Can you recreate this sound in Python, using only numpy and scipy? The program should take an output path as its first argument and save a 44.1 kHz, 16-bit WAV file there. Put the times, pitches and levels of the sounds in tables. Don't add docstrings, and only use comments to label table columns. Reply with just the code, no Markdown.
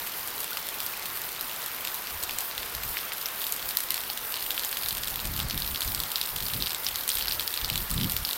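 import sys
import numpy as np
from scipy import signal
from scipy.fft import rfft, irfft, next_fast_len
from scipy.io import wavfile
from scipy.ndimage import uniform_filter1d, map_coordinates

SR = 44100
rng = np.random.default_rng(int(sys.argv[2]) if len(sys.argv) > 2 else 0)


def log_audio(samples):
    frames = np.atleast_2d(samples).T
    limited = np.clip(frames, -1, 1)
    pcm = np.round(limited * 32767).astype(np.int16)
    wavfile.write(sys.argv[1], SR, pcm)


N = 369116

# (frequency [Hz], gain [dB])
TICK_SPECTRUM = [(500, -14), (1300, -9), (2500, -9), (5000, -2.5), (6800, -0.5), (8700, 4), (10800, 1.5),
                 (13300, 13), (16000, -2.5)]
# (frequency [Hz], gain [dB])
SPLATTER_SPECTRUM = [(600, -24), (2000, -12), (3200, 0.5), (4000, 6.5), (5000, 10.5), (6300, -3),
                     (9000, -32), (16000, -25)]
# (time [s], facing the splash [0-1])
FACING = [(0, 0.12), (2.9, 0), (4.6, 0.82), (6.3, 1), (8.37, 1)]


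def amp(db):
    return 10 ** (np.asarray(db) / 20)


def unit(x):
    return x / np.sqrt(np.mean(x ** 2, axis=-1, keepdims=True) + 1e-20)


def curve(rows):
    return np.interp(np.arange(N) / SR, *np.transpose(rows))


def facing(times):
    return np.interp(times, *np.transpose(FACING))


def wobble(rate):
    return map_coordinates(rng.standard_normal(int(N * rate / SR) + 4), [np.arange(N) * rate / SR])


def filtered(x, response):
    length = x.shape[-1]
    padded = next_fast_len(length + min(length, SR // 4))
    return irfft(rfft(x, padded) * response(np.fft.rfftfreq(padded, 1 / SR)), padded)[..., :length]


def coloured(x, spectrum):
    points_hz, level = np.transpose(spectrum)
    return unit(filtered(x, lambda hz: amp(np.interp(np.log(hz + 1), np.log(points_hz), level))))


def placed(times, rows):
    at = np.maximum(np.round(times * SR).astype(int), 0)[:, None] + np.arange(rows.shape[1])
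    return np.bincount(at.ravel(), rows.ravel(), N)[:N]


def rush(patchy_db):
    spectra = signal.stft(rng.standard_normal(N), nperseg=512)[2]
    patches = uniform_filter1d(rng.standard_normal(spectra.shape), size=6, axis=0)
    patches = uniform_filter1d(patches, size=12, axis=1)
    return signal.istft(spectra * amp(patchy_db * patches / patches.std()), nperseg=512)[1][:N]


def drops(rate, centre_hz, octaves, cycles, scatter_db, size):
    when, pitch, weight, phase = rng.random((int(rate * N / SR), 4)).T
    hz = np.minimum(centre_hz * 2 ** (octaves * (2 * pitch - 1)), SR / 2)[:, None]
    turns = hz * np.arange(size) / SR
    gain = amp(-scatter_db * np.log(weight + .01))[:, None]
    envelope = np.exp(-turns / cycles) * (1 - np.exp(-2 * turns))
    ping = np.sin(2 * np.pi * (turns + phase[:, None])) * envelope
    return unit(placed(when * N / SR, gain * ping))


def rain():
    wash_spectrum = [(25, -8), (100, -6), (260, -5.5), (450, -2), (680, -2.5), (950, 1), (1400, 1),
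                     (1900, -1), (3000, -3.5), (5000, -6.5), (7000, -10), (16000, -24)]
    wash = amp(-40 + 0.18 * wobble(6.3)) * coloured(rush(patchy_db=1.2), wash_spectrum)
    leaves = drops(rate=450, centre_hz=1437, octaves=1.08, cycles=1.3, scatter_db=-0.5, size=640)
    plinks = drops(rate=53, centre_hz=2190, octaves=1.224, cycles=11, scatter_db=1.5, size=1024)
    pavement = drops(rate=410, centre_hz=6200, octaves=0.92, cycles=0.43, scatter_db=5.5, size=96)
    garden = wash + amp(-52.5) * leaves + amp(-59) * plinks
    return amp(-1.1 * curve(FACING)) * garden + amp(-52) * pavement


def gust_envelope(start, length, level, rise_s=0.018, fall_s=0.036):
    t = np.arange(0, N, 128) / SR
    age = t - start[:, None]
    shape = np.exp(np.minimum(age, 0) / rise_s - np.maximum(age - length[:, None], 0) / fall_s)
    return np.interp(np.arange(N) / SR, t, np.max(amp(level)[:, None] * shape, axis=0))


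def wind():
    rumble_spectrum = [(12, -13), (28, 0.5), (55, 0), (100, -8), (200, -26.5), (400, -45), (2000, -85)]
    eddy_spectrum = [(40, -16), (75, -2.5), (130, 1), (190, -2), (300, -11), (500, -23), (1500, -48)]
    gusts = [(2.125, 0.046, -50, -70), (2.22, 0.15, -56, -72), (2.577, 0.049, -51, -72),
             (2.755, 0.06, -45.5, -60), (2.835, 0.07, -43.5, -51), (3.64, 0.04, -53, -68),
             (4.85, 0.49, -48.5, -53.5), (5.244, 0.085, -38, -41.5), (5.343, 0.13, -39, -39),
             (5.539, 0.048, -39, -37.5), (5.643, 0.1, -41.5, -45), (5.863, 0.045, -36.5, -45),
             (5.962, 0.06, -40.5, -41.5), (6.33, 0.02, -45, -46), (6.408, 0.035, -41, -44),
             (6.538, 0.042, -39, -43), (6.599, 0.013, -37.5, -36.5), (6.86, 0.09, -51, -56),
             (7.167, 0.26, -46, -56), (7.63, 0.06, -41, -49), (7.719, 0.095, -40, -40.5),
             (7.923, 0.032, -31, -39), (7.967, 0.1, -36, -31.5), (8.124, 0.097, -41, -46)]
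    start, length, rumble_db, eddy_db = np.transpose(gusts)
    lumps, flutter = unit(amp(1.5 * wobble(30))), unit(amp(2.5 * wobble(70)))
    breeze = amp(-71) + amp(-63) * curve(FACING)
    strength = np.maximum(gust_envelope(start, length, rumble_db), breeze)
    rumble = strength * coloured(rng.standard_normal(N), rumble_spectrum)
    eddies = gust_envelope(start, length, eddy_db) * coloured(rng.standard_normal(N), eddy_spectrum)
    return lumps * rumble + flutter * eddies


def bubbles(decay_s=0.0063, rise_per_s=4):
    # (time [s], frequency [Hz], level [dB])
    trapped = [(0.52, 1390, -29), (0.569, 1180, -30), (0.738, 2580, -36), (0.937, 2380, -31.5),
               (1.056, 4090, -37), (1.392, 3800, -32), (1.661, 3450, -36), (4.098, 776, -32),
               (7.916, 1180, -31), (8.293, 990, -29.5)]
    times, hz, level = np.transpose(trapped)[..., None]
    t = np.arange(SR // 25) / SR
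    envelope = np.exp(-t / decay_s) * (1 - np.exp(-hz * t))
    ring = np.sin(2 * np.pi * hz * t * (1 + rise_per_s * t)) * envelope
    return placed(times[:, 0], amp(level) * ring)


def drips():
    return amp(-53) * drops(rate=70, centre_hz=3884, octaves=0.44, cycles=12, scatter_db=2, size=640)


def flow(lull_db=-7):
    lulls = [(2.15, 0.03), (2.48, .04), (3.35, .04), (4.24, 0.046), (5.315, 0.025), (6.07, .025),
             (6.805, .035), (7.453, 0.029), (7.88, 0.016), (8.223, .02)]
    middle, half_length = np.transpose(lulls)[..., None]
    return amp(lull_db * np.sum(np.exp(-((np.arange(N) / SR - middle) / half_length) ** 2), axis=0))


def stream(surge_db=1.45):
    fizz_spectrum = [(2000, -13), (5000, -25), (7000, -13.5), (8700, -3.5), (10500, 0), (12300, 5),
                     (13500, 8.5), (14800, 7.5), (16000, 2.5)]
    steady_spray = [(0.0, -38.5), (3.0, -38.5), (4.17, -37.5), (4.85, -36.5), (5.6, -37), (6.5, -38),
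                    (7.34, -37), (7.67, -38), (8.37, -37)]
    # (time [s], half-length [s], level [dB])
    fan_outs = [(0.843, .05, -39), (3.423, .06, -37), (3.543, 0.033, -38), (3.69, .04, -37),
                (4.336, 0.029, -46), (4.76, .09, -43), (5.08, .06, -44), (5.853, .045, -41),
                (6.473, .1, -35.5), (7.16, .05, -37), (7.91, 0.026, -37)]
    peak, half_length, level = np.transpose(fan_outs)[..., None]
    showers = np.sum(amp(level) * np.exp(-((np.arange(N) / SR - peak) / half_length) ** 2), axis=0)
    surge = amp(surge_db * (wobble(18) + wobble(80)))
    droplets = drops(rate=4000, centre_hz=10500, octaves=.8, cycles=1.2, scatter_db=3.6, size=48)
    fizz = coloured(droplets + rush(patchy_db=2), fizz_spectrum)
    fizz_gain = np.hypot(amp(curve(steady_spray) + 0.5), showers)
    splashes = drops(rate=450, centre_hz=3800, octaves=0.67, cycles=3.4, scatter_db=4.5, size=320)
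    splatter_gain = amp(-56 + 5 * curve(FACING)) * flow()
    return surge * (fizz_gain * fizz + splatter_gain * coloured(splashes, SPLATTER_SPECTRUM))


def impacts(blobs, slap_top_hz=5900, seethe_s=.004, glint_db=4, size=512):
    # (relative tick level [dB], decay time factor [ratio])
    hardness = [(-28, 1), (-19, .55)]
    times, slap_db, slap_hz, tick_db = np.transpose(blobs)
    t = np.arange(size) / SR
    turned, centre = facing(times)[:, None], slap_hz[:, None]
    softness = np.interp(tick_db, *np.transpose(hardness))[:, None]
    decay_s = np.interp(turned, [0, 1], [0.0012, 0.00075]) * softness
    damping = np.interp(turned, [0, 1], [0.44, 0.25]) / softness

    def burst(fall_s):
        attack = 1 - np.exp(-3 * t / decay_s)
        return unit(rng.standard_normal((len(times), size)) * np.exp(-t / fall_s) * attack)

    def film(hz):
        loss = 2j * damping * hz * centre
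        return (loss / (centre ** 2 - hz ** 2 + loss)) ** 2

    def glint(hz):
        return amp(glint_db * np.sin(2 * np.pi * (hz / 8000 + rng.random((len(times), 1)))))

    flatten = unit(filtered(burst(.5 * decay_s), film))
    seethe = .3 * unit(filtered(burst(seethe_s), film))
    # (frequency [Hz], gain [dB])
    thud_spectrum = [(120, -40), (450, -5), (900, -6), (1600, 6), (2400, 2), (5000, -17)]
    weight = (np.median(slap_hz) / centre) ** 2
    thud = amp(-15) * weight * coloured(burst(decay_s), thud_spectrum)
    slap = unit(filtered(flatten + seethe + thud, lambda hz: 1 / (1 + (hz / slap_top_hz) ** 10)))
    snap = burst(.8 * decay_s) + .35 * burst(.003)
    tick = coloured(filtered(snap, glint), TICK_SPECTRUM)
    return placed(times, amp(slap_db)[:, None] * slap), placed(times, amp(tick_db)[:, None] * tick)


def small_splats(count=330, range_db=4, centre_hz=3850, octaves=0.29):
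    slip, weight, pitch, burst = rng.uniform(-1, 1, (count, 4)).T
    times = (np.arange(count) + slip) / count * N / SR
    slap_db = -47.5 + 5 * facing(times) + range_db * weight
    tick_db = -42.5 + 3 * facing(times) + range_db * burst
    slap_hz = centre_hz * 2 ** (octaves * pitch)
    return flow() * sum(impacts(np.transpose([times, slap_db, slap_hz, tick_db])))


def trailing_blobs(leaders, lag_s=.02, softer_db=12, range_db=3, centre_hz=3900, octaves=0.25):
    times, slap_db, _, tick_db = np.transpose(leaders)
    lag, weight, pitch, burst = rng.uniform(-0.89, 1, (len(times), 4)).T
    return np.transpose([times + lag_s * 2 ** lag, slap_db - softer_db + range_db * weight,
                         centre_hz * 2 ** (octaves * pitch), tick_db - softer_db + range_db * burst])


def airborne(track, decay_s):
    fall = np.exp(-np.arange(SR // 4) / SR / decay_s)
    return np.sqrt(np.abs(signal.fftconvolve(track ** 2, fall / fall.sum())[:N]))


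def big_splats():
    # (time [s], relative slap level [dB], slap frequency [Hz], relative tick level [dB])
    blobs = [(0.072, -37, 2700, -34), (0.095, -46, 4100, -34), (0.275, -51, 2700, -30),
             (0.39, -47, 3700, -33), (0.404, -45, 3900, -28), (0.443, -36, 3500, -28),
             (0.531, -35, 4500, -37), (0.571, -29.5, 2700, -29.5), (0.668, -42, 4200, -31),
             (0.688, -35, 3600, -28), (0.803, -30.5, 3840, -27.5), (0.864, -48, 3800, -26),
             (1.057, -36, 3800, -31), (1.173, -38, 3900, -32), (1.217, -47, 3700, -30),
             (1.363, -37, 3700, -37), (1.41, -43, 3000, -25), (1.495, -36, 4600, -36),
             (1.661, -43, 3400, -28), (1.746, -41, 4400, -33), (1.85, -33, 3300, -27),
             (1.873, -29, 2950, -32), (1.881, -36, 3400, -36), (1.944, -41, 4400, -27),
             (2.071, -34, 3900, -33), (2.228, -41, 4200, -29), (2.236, -33, 4500, -25),
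             (2.294, -28, 2500, -35), (2.309, -32, 3600, -31), (2.386, -31, 5030, -24),
             (2.406, -35, 4200, -27.5), (2.512, -33.5, 3180, -42), (2.579, -28.5, 2780, -30),
             (2.63, -31, 3080, -40), (2.75, -34, 4100, -28), (2.835, -32.5, 3600, -30),
             (2.97, -25.5, 2300, -34), (2.989, -33, 3500, -44), (3.12, -30.5, 2680, -46),
             (3.134, -43, 3800, -33), (3.213, -46, 3300, -30), (3.258, -27, 4900, -27),
             (3.407, -38, 4100, -34), (3.417, -33, 3500, -30), (3.441, -29.5, 3900, -39),
             (3.467, -33.5, 3900, -28), (3.523, -36, 4300, -21), (3.563, -48, 4100, -28.5),
             (3.626, -34, 3700, -38), (3.69, -34, 4200, -27.5), (3.709, -32, 3800, -33),
             (3.771, -26.5, 4200, -17), (3.906, -25.5, 3900, -20), (3.943, -28, 3770, -24),
             (3.978, -30, 3800, -36), (4.1, -28.5, 3720, -31), (4.175, -31, 3900, -29),
             (4.323, -43, 4000, -31), (4.341, -27, 3800, -34), (4.367, -31.5, 3500, -38),
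             (4.425, -34, 3700, -29), (4.464, -37, 3800, -31), (4.506, -27.5, 3260, -25.5),
             (4.516, -33, 3900, -33), (4.578, -25, 3320, -32), (4.595, -29, 3800, -27),
             (4.635, -32, 3900, -32), (4.648, -35, 3700, -25), (4.714, -40, 3800, -28),
             (4.728, -29.5, 3780, -33), (4.7703, -27.5, 3140, -27.5), (4.834, -30.5, 3630, -34),
             (4.86, -29, 4000, -29), (4.886, -31, 4100, -23.5), (4.908, -28.5, 3800, -32),
             (4.97, -32.5, 3600, -30), (5.035, -29, 3700, -31), (5.074, -32.5, 3600, -31),
             (5.082, -36, 4000, -28), (5.102, -41, 4000, -31), (5.158, -33, 3800, -29),
             (5.201, -33, 3900, -33), (5.254, -36, 4100, -28), (5.364, -35, 4200, -28),
             (5.392, -32, 3600, -29), (5.401, -25.5, 3550, -31), (5.499, -30, 3800, -35),
             (5.509, -26, 4500, -35), (5.577, -30, 4200, -25.5), (5.621, -27.5, 4000, -33),
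             (5.676, -33, 3900, -30), (5.747, -30, 3700, -38), (5.759, -26.5, 4430, -31),
             (5.807, -28, 4100, -25), (5.819, -27, 3600, -27.5), (5.848, -43, 4000, -30),
             (5.877, -37, 4400, -28), (5.948, -27.5, 5030, -24), (6.002, -26, 4260, -26),
             (6.036, -31, 3600, -27.5), (6.117, -32, 3800, -28), (6.1577, -22, 4300, -28.5),
             (6.182, -31, 3900, -32), (6.214, -24.5, 3730, -24.5), (6.261, -45, 4100, -29),
             (6.29, -36, 3700, -31), (6.363, -31, 3000, -28), (6.404, -33, 3420, -33),
             (6.425, -35, 4500, -33), (6.465, -29.5, 4300, -36), (6.484, -35, 3800, -31),
             (6.536, -27, 4120, -30), (6.603, -32, 4500, -38), (6.623, -23, 4200, -38),
             (6.66, -29, 4000, -31), (6.671, -25.5, 4000, -35), (6.706, -29, 4100, -33),
             (6.747, -30, 4000, -26.5), (6.846, -36, 4400, -29), (6.866, -21.5, 4550, -31),
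             (6.887, -29.5, 3600, -27), (6.958, -27.5, 3920, -26.5), (7.009, -37, 3900, -30),
             (7.035, -37, 3800, -41), (7.078, -37, 4200, -23), (7.091, -30, 4200, -20),
             (7.102, -26, 3650, -27), (7.117, -27.5, 4400, -35), (7.153, -34, 4400, -25),
             (7.171, -27.5, 3400, -33), (7.185, -33, 3300, -25.5), (7.193, -31.5, 3700, -32),
             (7.21, -28, 3520, -42), (7.224, -27, 4200, -34), (7.257, -30, 3400, -37),
             (7.272, -34, 4200, -30), (7.282, -24, 4440, -33), (7.311, -27, 4000, -36),
             (7.322, -26, 4520, -30), (7.396, -25, 3440, -27), (7.408, -31, 3500, -31),
             (7.477, -26.5, 4230, -24.5), (7.54, -28, 3460, -27.5), (7.575, -26, 3730, -32),
             (7.614, -32, 3300, -33), (7.646, -25, 3900, -28), (7.7, -24, 3680, -26),
             (7.757, -24.5, 3400, -28), (7.777, -28.5, 3900, -27), (7.905, -37, 3700, -27),
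             (7.913, -32, 4100, -24), (7.979, -27, 3700, -41), (8.012, -26.5, 3770, -34),
             (8.033, -29, 4200, -33), (8.044, -29.5, 3300, -34), (8.097, -33.5, 4400, -28),
             (8.12, -34, 3700, -23), (8.166, -26.5, 4030, -22.5), (8.25, -24, 4740, -27),
             (8.29, -30, 3500, -29), (8.31, -26, 3700, -34), (8.331, -30.5, 3600, -28)]
    slaps, ticks = impacts(np.vstack([blobs, trailing_blobs(blobs)]))
    slaps, ticks = amp(-5) * slaps, amp(-5.5) * ticks
    fine = drops(rate=4200, centre_hz=7650, octaves=1.87, cycles=0.36, scatter_db=5.0, size=48)
    coarse = drops(rate=900, centre_hz=3830, octaves=1.0, cycles=1.8, scatter_db=0.5, size=96)
    ceiling = amp(-27)
    thrown = ceiling * np.tanh(airborne(ticks + .5 * slaps, decay_s=0.011) / ceiling)
    spray = amp(-5) * thrown * coloured(fine, TICK_SPECTRUM)
    fallback = amp(-9.5) * airborne(slaps, decay_s=0.01) * coloured(coarse, SPLATTER_SPECTRUM)
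    return slaps + ticks + spray + fallback


def scene():
    return (rain() + stream() + big_splats() + small_splats() + drips() + bubbles() + wind())[None]


def record(dry):
    return filtered(dry, lambda hz: hz < 16000)


dry = scene()
out = record(dry)
log_audio(out)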